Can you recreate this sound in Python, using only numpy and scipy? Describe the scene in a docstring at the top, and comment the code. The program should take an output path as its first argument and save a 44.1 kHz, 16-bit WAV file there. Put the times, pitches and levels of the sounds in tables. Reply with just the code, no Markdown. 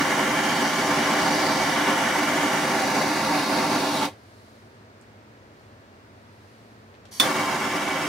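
"""At a workbench, a hand-held gas torch burns over a mould, is shut off, and is relit three seconds later.
Turbulence makes the flame roar and the gas jet hiss; reflections from the bench and the things on it
colour both by interference. In the pause a machine hums, air moves and handled tools click. Then the
trigger lets cold gas out, the piezo igniter snaps, and the flame catches with a low puff."""
import sys
import numpy as np
from scipy import signal
from scipy.fft import rfft, irfft
from scipy.io import wavfile

SR = 44100
rng = np.random.default_rng(int(sys.argv[2]) if len(sys.argv) > 2 else 0)


def transcribe(u):
    """Save the signal u as a 16-bit wav file named by the first command-line argument.

    u: samples, shape (n,) or (channels, n), limited to [-1, 1]; the rate is SR.
    q: integer samples, one column per channel.
    """
    v = np.clip(np.atleast_2d(u).T, -1, 1)
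    q = np.round(v * 32767).astype(np.int16)
    wavfile.write(sys.argv[1], SR, q)


N = 356310
T = np.arange(N) / SR
SHUT_S, GAS_S, LIT_S = 4.052, 7.11, 7.1985  # valve shuts, valve opens, spark
FRAME_SIZE = 4096
HZ = np.fft.rfftfreq(FRAME_SIZE, 1 / SR)
FRAME_S = np.arange(N * 4 // FRAME_SIZE + 3) * FRAME_SIZE / 4 / SR


def gain_of(db):
    """Amplitude ratio of a level in decibels."""
    return 10 ** (np.asarray(db) / 20)


def unit_rms(x):
    """A signal normalised to rms 1."""
    return x / np.sqrt(np.mean(x ** 2) + 1e-20)


def curve(points):
    """Interpolation of (frequency, value) points on a log-frequency axis."""
    hz, value = np.transpose(points)
    return np.interp(np.log(HZ + 1), np.log(hz + 1), value)


def bumps(modes, at=HZ):
    """Resonances and antiresonances as Gaussian peaks and dips, in dB."""
    return sum(db * np.exp(-.5 * ((at - hz) / width) ** 2) for hz, width, db in modes)


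def bell(hz, octaves):
    """A Gaussian passband on a log-frequency axis."""
    return np.exp(-.5 * (np.log2((HZ + 1) / hz) / octaves) ** 2)


def sides(left_db):
    """Gain of each ear for an interaural level difference, left minus right."""
    return gain_of(np.array([.5, -.5])[:, None, None] * left_db)


def swell(peak_s, width_s):
    """A Gaussian envelope that peaks at 1."""
    return np.exp(-.5 * ((T - peak_s) / width_s) ** 2)


def rising(start_s, rise_s):
    """0 until the start, then an exponential approach to 1."""
    return 1 - np.exp(-np.maximum(T - start_s, 0) / rise_s)


def dying(start_s, t60):
    """1 until the start, then an exponential decay of 60 dB in t60 seconds."""
    return np.exp(-np.log(1000) * np.maximum(T - start_s, 0) / t60)


def wander(lo_hz, hi_hz):
    """Random motion of rms 1, roughly pink between two rates."""
    hz = np.fft.rfftfreq(N, 1 / SR)
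    pink = rfft(rng.standard_normal(N)) * (hz > lo_hz) / np.sqrt(hz + lo_hz)
    return unit_rms(irfft(pink / (1 + (hz / hi_hz) ** 2), N))


def noise(magnitude, coherence, lag_s=0):
    """Stereo noise of rms 1 with a given spectral shape, interaural coherence and right-ear lag."""
    a, b, c, d = rng.standard_normal((4, len(FRAME_S), len(HZ)))
    left, independent = a + 1j * b, c + 1j * d
    right = coherence * left * np.exp(-2j * np.pi * HZ * lag_s)
    right += np.sqrt(1 - coherence ** 2) * independent
    spectra = (np.array([left, right]) * magnitude).swapaxes(1, 2)
    _, wave = signal.istft(spectra, nperseg=FRAME_SIZE, noverlap=FRAME_SIZE * 3 // 4)
    return unit_rms(wave[:, :N])


def band(x, lo_hz, hi_hz):
    """A steep band-pass filter with its output at rms 1."""
    hz = np.fft.rfftfreq(N, 1 / SR)
    attenuation = np.sqrt((1 + (lo_hz / (hz + 1)) ** 20) * (1 + (hz / hi_hz) ** 20))
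    return unit_rms(irfft(rfft(x) / attenuation, N))


def torch(roar_db=-25.5, jet_db=-33):
    """Turbulence radiates broadband noise: a low roar, a rasp and a jet hiss that fluctuate together."""
    # spectrum of the flame: frequency_hz, density_db
    spectrum = [(20, -58), (70, -32.5), (130, -13), (220, 2.5), (500, -14), (900, -3.5), (1400, -10),
                (2250, -15), (2550, -21), (5800, -21), (7600, -28.5), (10800, -31), (11900, -36.5),
                (15500, -36)]
    # resonances of the burner head: centre_hz, width_hz, gain_db
    burner_modes = [(159, 5.4, 3.5), (3670, 81, 3), (4720, 96, 2.5), (5850, 52, 3.5), (6910, 74, 2.5),
                    (7300, 100, -1.5), (11040, 130, 2.5)]
    # stereo balance of the flame: frequency_hz, left_minus_right_db
    balance = [(60, -0.5), (110, 0.5), (200, -4), (380, -2), (700, -0.5), (1290, -1), (2380, 0.5),
               (4400, -0.5), (8120, -1), (15000, -3.5)]
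    # likeness of the flame at the two ears: frequency_hz, coherence
    coherence = [(60, 1), (130, 1), (290, 0.99), (640, 0.85), (1410, 0.8), (3100, 0.54), (6820, 0.45),
                 (15000, 0.088)]
    # the rasp as the flame plays over the mould: time_s, level_db
    rasp_levels = [(0.2, -26.5), (0.82, -28), (1.08, -26), (1.45, -29), (1.88, -26.3), (2.5, -27),
                   (3.2, -29), (3.75, -29.5), (3.97, -31.5)]
    colour = gain_of(curve(spectrum) + bumps(burner_modes) + nearby_objects())
    turbulence = noise(colour * bench() * sides(curve(balance)), curve(coherence))
    flutter, throb = wander(8.3, 150), wander(4.0, 24)
    flare_db = flaring()
    gasp = swell(4.05, 0.018)  # a last rasp as the valve closes
    rasp_db = np.interp(T, *np.transpose(rasp_levels))
    roar = band(turbulence, 22, 1113) * burning(roar_db, -29, overshoot_db=5.5, settle_s=0.24, t60=0.18)
    roar *= gain_of(flare_db + 0.15 * flutter + 0.64 * throb)
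    rasp = band(turbulence, 1245, 3040)
    rasp *= burning(rasp_db, -30, overshoot_db=5.5, settle_s=0.082, t60=0.19)
    rasp *= gain_of(0.32 * flare_db + 4 * gasp + 0.15 * flutter + 0.76 * throb)
    jet = band(turbulence, 3220, 16500) * burning(jet_db, -37, overshoot_db=6, settle_s=0.21, t60=0.18)
    jet *= gain_of(0.14 * flare_db + gasp + 0.46 * flutter + 0.38 * throb)
    return roar + rasp + jet


def burning(first_db, relit_db, overshoot_db, settle_s, t60, catch_s=0.029):
    """Combustion envelope: the flame starves once shut off; relit, it overshoots and relaxes."""
    second_db = relit_db + overshoot_db * np.exp(-np.maximum(T - LIT_S, 0) / settle_s)
    alight = np.where(T < LIT_S, dying(SHUT_S, t60), rising(LIT_S, catch_s))
    return alight * gain_of(np.where(T < GAS_S, first_db, second_db))


def bench(dull_hz=9000, sway_s=1.2e-5, clutter=0.11, clutter_hz=2800, clutter_sway_s=3e-5, count=16):
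    """Comb filtering: reflections interfere with the direct sound, and the combs slide as the hand sways."""
    # near reflections: delay_s, left_gain, right_gain
    echoes = [(0.0004, 0.34, 0.15), (0.00132, -0.36, 0.028), (0.00277, 0.06, 0.24), (0.00352, 0.39, 0.25),
              (0.00579, 0.05, 0.13), (0.00758, 0.1, 0.16)]
    # standing waves and cancellations over the bench: centre_hz, width_hz, gain_db
    bench_modes = [(77, 15, 8.5), (190.4, 7.6, -14), (247.7, 28, -9), (294.2, 5.5, 8), (338.6, 20.7, -9),
                   (376, 7.4, 6.5), (448, 12, -16), (524, 28.6, 7), (567, 7.8, -19), (640, 28, 5),
                   (763, 21, 5.5), (847, 16, 1.5), (933, 6.8, 4), (1022, 8.3, -11.5), (1046, 5.4, 3.5),
                   (1095, 13, -7.5), (1157, 6.6, -2), (1206, 16, -9.5), (1276, 13, -9), (1430, 18, -5),
                   (1533, 18, 4), (1584, 14, 6), (1830, 5.6, 5.5), (1950, 9.5, -11), (2073, 9, 4),
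                   (3320, 53, -6), (4020, 39, -3.5), (4990, 34, -6), (5230, 69, -4.5)]
    hand = np.interp(FRAME_S, T, wander(.1, 0.62))[:, None]
    paths = np.ones((2, len(FRAME_S), len(HZ)), complex)  # ear, frame, frequency
    slide = np.exp(-2j * np.pi * HZ * sway_s * hand - HZ / dull_hz)
    for delay_s, left, right in echoes:
        paths += np.array([left, right])[:, None, None] * np.exp(-2j * np.pi * HZ * delay_s) * slide
    # small things scatter only short waves; the flame nears some and leaves others
    short_waves = HZ ** 2 / (HZ ** 2 + clutter_hz ** 2)
    for direction in (-1, 0, 1):
        delays_s = np.geomspace(.0014, .016, count)[:, None] * rng.uniform(.9, 1.1, (count, 1))
        ear_delays_s = delays_s + rng.uniform(-3e-5, 3e-5, (2, count, 1))
        polarity = rng.choice([-1, 1], (count, 1))
        scatter = (polarity * np.exp(-2j * np.pi * HZ * ear_delays_s)).sum(1)[:, None]
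        motion = np.exp(-2j * np.pi * HZ * direction * clutter_sway_s * hand)
        paths += clutter * short_waves * scatter * motion
    return abs(paths) * gain_of(bumps(bench_modes))


def nearby_objects(ladle_s=(2.4, 3.3), swing_s=(3.67, 3.84), octaves_per_s=0.78, echo_s=0.0021):
    """Resonance and reflection near the flame colour it, in dB per frame and frequency."""
    # two resonances of the jet grazing the mould's edge: time_s, upper_db, lower_db
    jet_song = [(0, -1, -1), (.3, -4, 1.5), (.55, 1.5, 3), (.87, -0.5, -0.5), (1.15, 1, 0),
                (1.48, 5.5, -1.5), (1.9, -2.5, 2.5), (2.199, -1.5, -1.5), (2.55, -2.5, 1.5), (3.1, 2.5, -3)]
    # peaks and dips over the mould alone: centre_hz, width_hz, gain_db
    mould_modes = [(2315, 86, 3.5), (2580, 110, -6.5), (3030, 96, 4.5)]
    # peaks and dips with a ladle alongside: centre_hz, width_hz, gain_db
    ladle_modes = [(300, 16, 3), (916, 16, 4.5), (1800, 110, -4), (3900, 270, 2), (7300, 920, -2.5)]
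    # a dip as the ladle passes closest: centre_hz, width_hz, gain_db
    ladle_hollow = [(3200, 260, -3.5)]
    # peaks and dips that slide down as the torch swings away: centre_hz, width_hz, gain_db
    swing_modes = [(1940, 220, -6), (2950, 89, -0.5), (3620, 190, 4.5), (4280, 220, 5.5), (5630, 160, 2),
                   (6880, 1000, -2.5)]
    # the second burn, held lower at the mould's edge: centre_hz, width_hz, gain_db
    low_hold_modes = [(225, 27, -1.5), (301, 14, 0.5), (659, 30, 0), (810, 31, -1.5), (1050, 15, 3),
                      (1102, 11, -1), (1260, 12, -4), (1290, 14, 9), (1360, 32, -1), (1840, 120, -2),
                      (2270, 55, 5), (2500, 39, -12), (3150, 95, 4), (3530, 51, -1), (4050, 60, -4),
                      (4530, 110, -6), (4850, 60, 3.5), (5080, 70, -4), (5380, 60, 3.5), (5750, 110, -7),
                      (8250, 130, 3)]
    t = FRAME_S[:, None]
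    beside, away = np.interp(t, ladle_s, (0, 1)), np.interp(t, swing_s, (0, 1))
    times, upper_db, lower_db = np.transpose(jet_song)
    song = np.interp(t, times, upper_db) * bell(4530, 0.16)
    song += np.interp(t, times, lower_db) * bell(3110, 0.07)
    pipe = 0.56 * np.interp(t, T, flaring()) * bell(865, 0.09)  # flares drive a pipe-like resonance
    hollow = np.interp(t, T, swell(2.98, 0.2)) * bumps(ladle_hollow)
    surroundings = (1 - beside) * bumps(mould_modes) + beside * bumps(ladle_modes) + hollow
    sliding_hz = HZ * 2 ** (octaves_per_s * (t - swing_s[1]))
    comb = 0.5 * np.cos(2 * np.pi * sliding_hz * echo_s)  # a bench reflection lengthens with the swing
    swing = bumps(swing_modes, sliding_hz) + comb
    first_burn = (1 - away) * (song + pipe + surroundings) + away * swing
    return np.where(t < GAS_S, first_burn, bumps(low_hold_modes))


def flaring():
    """Amplitude modulation of the flame by brief flares and lulls, in dB."""
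    # flares and lulls of the roar: peak_s, gain_db, width_s
    flares = [(0.191, 5, 0.01), (0.765, -3, 0.018), (1.23, 2, 0.26), (1.92, 1.5, 0.058),
              (2.957, 1.5, 0.044), (3.19, -2.5, 0.042), (3.305, 3, 0.025), (3.42, -1.5, 0.039),
              (3.608, 1.5, 0.085), (3.985, -2, 0.013), (4.032, 5.5, 0.0064), (7.265, 2.5, 0.015),
              (7.336, -3.5, 0.01)]
    return sum(db * swell(peak_s, width_s) for peak_s, db, width_s in flares)


def workshop(air_db=-51, waver_db=1.7, sizzle_rest_db=-81):
    """Ambient noise: moving air, machine tones modulated in level and phase, and a faint high sizzle."""
    # spectrum of the moving air: frequency_hz, density_db
    air_spectrum = [(20, -38), (45, -22), (65, -14), (105, -1), (180, -10), (240, -5.5), (620, -8.5),
                    (780, -11.5), (1800, -15), (3100, -24.5), (4500, -26), (8000, -35.5), (12000, -43.5),
                    (15500, -41)]
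    # likeness of the air at the two ears: frequency_hz, coherence
    air_coherence = [(60, 0.81), (290, 0.98), (640, 0.84), (1400, 0.25), (3100, 0.11), (8000, 0.11)]
    # partials of the machine hum: pitch_hz, level_db, phase_drift_rad
    partials = [(60.4, -71.5, .8), (91.3, -63.5, 0.96), (106.8, -59, 1.1), (219, -62, 2.1), (645, -72, 2.2),
                (933, -75, 2.5)]
    # three swells of the sizzle in the pause: peak_s, level_db, width_s
    sizzle_swells = [(4.4, -64, 0.21), (5.62, -72, 0.05), (6.52, -68.5, 0.21)]
    # spectrum of the sizzle: frequency_hz, density_db
    sizzle_spectrum = [(2000, -16), (4200, 5), (6500, -5), (11000, -6), (12500, -12), (15500, -15)]
    # the right ear lags, so the air is heard from the left
    air = gain_of(air_db) * noise(gain_of(curve(air_spectrum)), curve(air_coherence), lag_s=0.00034)
    hum = np.zeros(N)
    for hz, db, drift_rad in partials:
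        amplitude = np.sqrt(2) * gain_of(db + waver_db * wander(0.41, 2.4))
        hum += amplitude * np.sin(2 * np.pi * hz * T + drift_rad * wander(0.56, 8.7))
    swells = sum(gain_of(db) * swell(peak_s, width_s) for peak_s, db, width_s in sizzle_swells)
    sizzle = (gain_of(sizzle_rest_db) + swells) * noise(gain_of(curve(sizzle_spectrum)), coherence=0.18)
    return air + hum + sizzle


def knocks(room_db=-5, contact_t60=0.023):
    """Light impacts on metal and trigger: each is a short click followed by reverberation."""
    # knocks of the handled tools: start_s, level_db, centre_hz, width_octaves, room_t60_s
    touches = [(5.011, -59, 7800, .35, .12), (5.021, -64, 6000, .6, .14), (6.941, -55, 2200, 0.8, .12),
               (6.95, -56, 2200, 0.8, .1), (7.053, -50, 2600, 0.92, 0.22), (7.086, -62, 4000, 0.81, .12)]
    out = np.zeros((2, N))
    for start_s, db, hz, octaves, room_t60 in touches:
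        fade = dying(start_s, contact_t60) + gain_of(room_db) * dying(start_s, room_t60)
        out += gain_of(db) * noise(bell(hz, octaves), coherence=.4) * rising(start_s, .0004) * fade
    return out


def unlit_gas(level_db=-44, open_s=0.013, surge_db=3.0):
    """Jet noise: cold gas hisses from the open valve and excites the burner tube until it catches."""
    # spectrum of gas leaving the nozzle: frequency_hz, density_db
    spectrum = [(290, -46), (500, -16), (1040, -3), (1530, -16), (2200, -5), (2650, -18), (3010, -4),
                (3630, -8), (4570, -2), (5130, -9), (5750, 0), (7240, -11), (10200, -6), (14200, -14),
                (15500, -28)]
    # resonances of cold gas in the tube: centre_hz, width_hz, gain_db
    tube_modes = [(1080, 50, 4), (2200, 40, 4), (3120, 50, -1), (4520, 60, 9), (5530, 60, 7), (6520, 70, 9),
                  (8150, 100, 4), (10000, 150, 5), (12900, 130, 5)]
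    rush_db = level_db + surge_db * dying(GAS_S + 0.035, t60=0.41)  # the first rush is the strongest
    hiss = noise(gain_of(curve(spectrum) + bumps(tube_modes)), coherence=.35)
    return gain_of(rush_db) * hiss * rising(GAS_S, open_s) * dying(LIT_S, t60=0.105)


def igniter(spark_db=-19, crack_db=-15, echo_db=-22, room_db=-22, ring_db=-24):
    """Impulse excitation: a spring hammer hits the piezo, giving a spark, an echoing crack and a ring."""
    # spectrum of the snap: frequency_hz, density_db
    spectrum = [(40, -50), (100, -33), (280, 6), (520, -48), (1050, 0.5), (2400, -4.5), (3500, 1),
                (4300, -4.5), (5800, -4.5), (8000, -11), (10300, -5.5), (12000, -16), (15500, -14)]
    # modes of the torch tube: pitch_hz, relative_level_db, t60_s
    tube_modes = [(3500, 12.5, 0.14), (3584, 9, 0.087), (3540, -4, 0.11), (4330, -2, .14),
                  (5860, -1.5, 0.09)]
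    crack_t60, echo_s = 0.094, .0076
    balance = sides(left_db=-2)
    spark = gain_of(spark_db) * noise(bell(11500, 0.5) * balance, coherence=0) * dying(LIT_S, t60=0.035)
    crack = gain_of(crack_db) * dying(LIT_S, crack_t60)
    echo = gain_of(echo_db) * rising(LIT_S + echo_s, 0.00026) * dying(LIT_S + echo_s, crack_t60 / 2)
    room = gain_of(room_db) * rising(LIT_S, 0.0029) * dying(LIT_S, t60=0.33)
    envelope = np.sqrt(crack ** 2 + echo ** 2 + room ** 2)  # incoherent sounds add in power
    snap = noise(gain_of(curve(spectrum)) * balance, coherence=0.31) * envelope
    ring = sum(gain_of(db) * dying(LIT_S, t60) * np.sin(2 * np.pi * (hz * T + rng.random((2, 1))))
               for hz, db, t60 in tube_modes)
    return rising(LIT_S, .0002) * (spark + snap + gain_of(ring_db) * ring)


def ignition_pop(puff_db=-22, puff_hz=270, flare_db=-27, flare_hz=1080):
    """Sudden combustion: gas gathered at the nozzle burns in a low puff; the flame flares and settles."""
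    puff = noise(bell(puff_hz, 0.28), coherence=0.77) * rising(LIT_S, 0.0016) * dying(LIT_S, t60=0.082)
    flare = noise(bell(flare_hz, 0.17), coherence=0.33) * rising(LIT_S, 0.063) * dying(LIT_S, t60=1.3)
    return gain_of(puff_db) * puff + gain_of(flare_db) * flare


def scene():
    """Superposition of all the sources."""
    return torch() + workshop() + knocks() + unlit_gas() + igniter() + ignition_pop()


def record(dry):
    """Band limiting: a linear-phase low-pass filter removes the highest treble."""
    low_pass = signal.firwin(511, cutoff=15750, window=("kaiser", 9), fs=SR)
    return signal.oaconvolve(dry, low_pass[None], "same")


dry = scene()
out = record(dry)
transcribe(out)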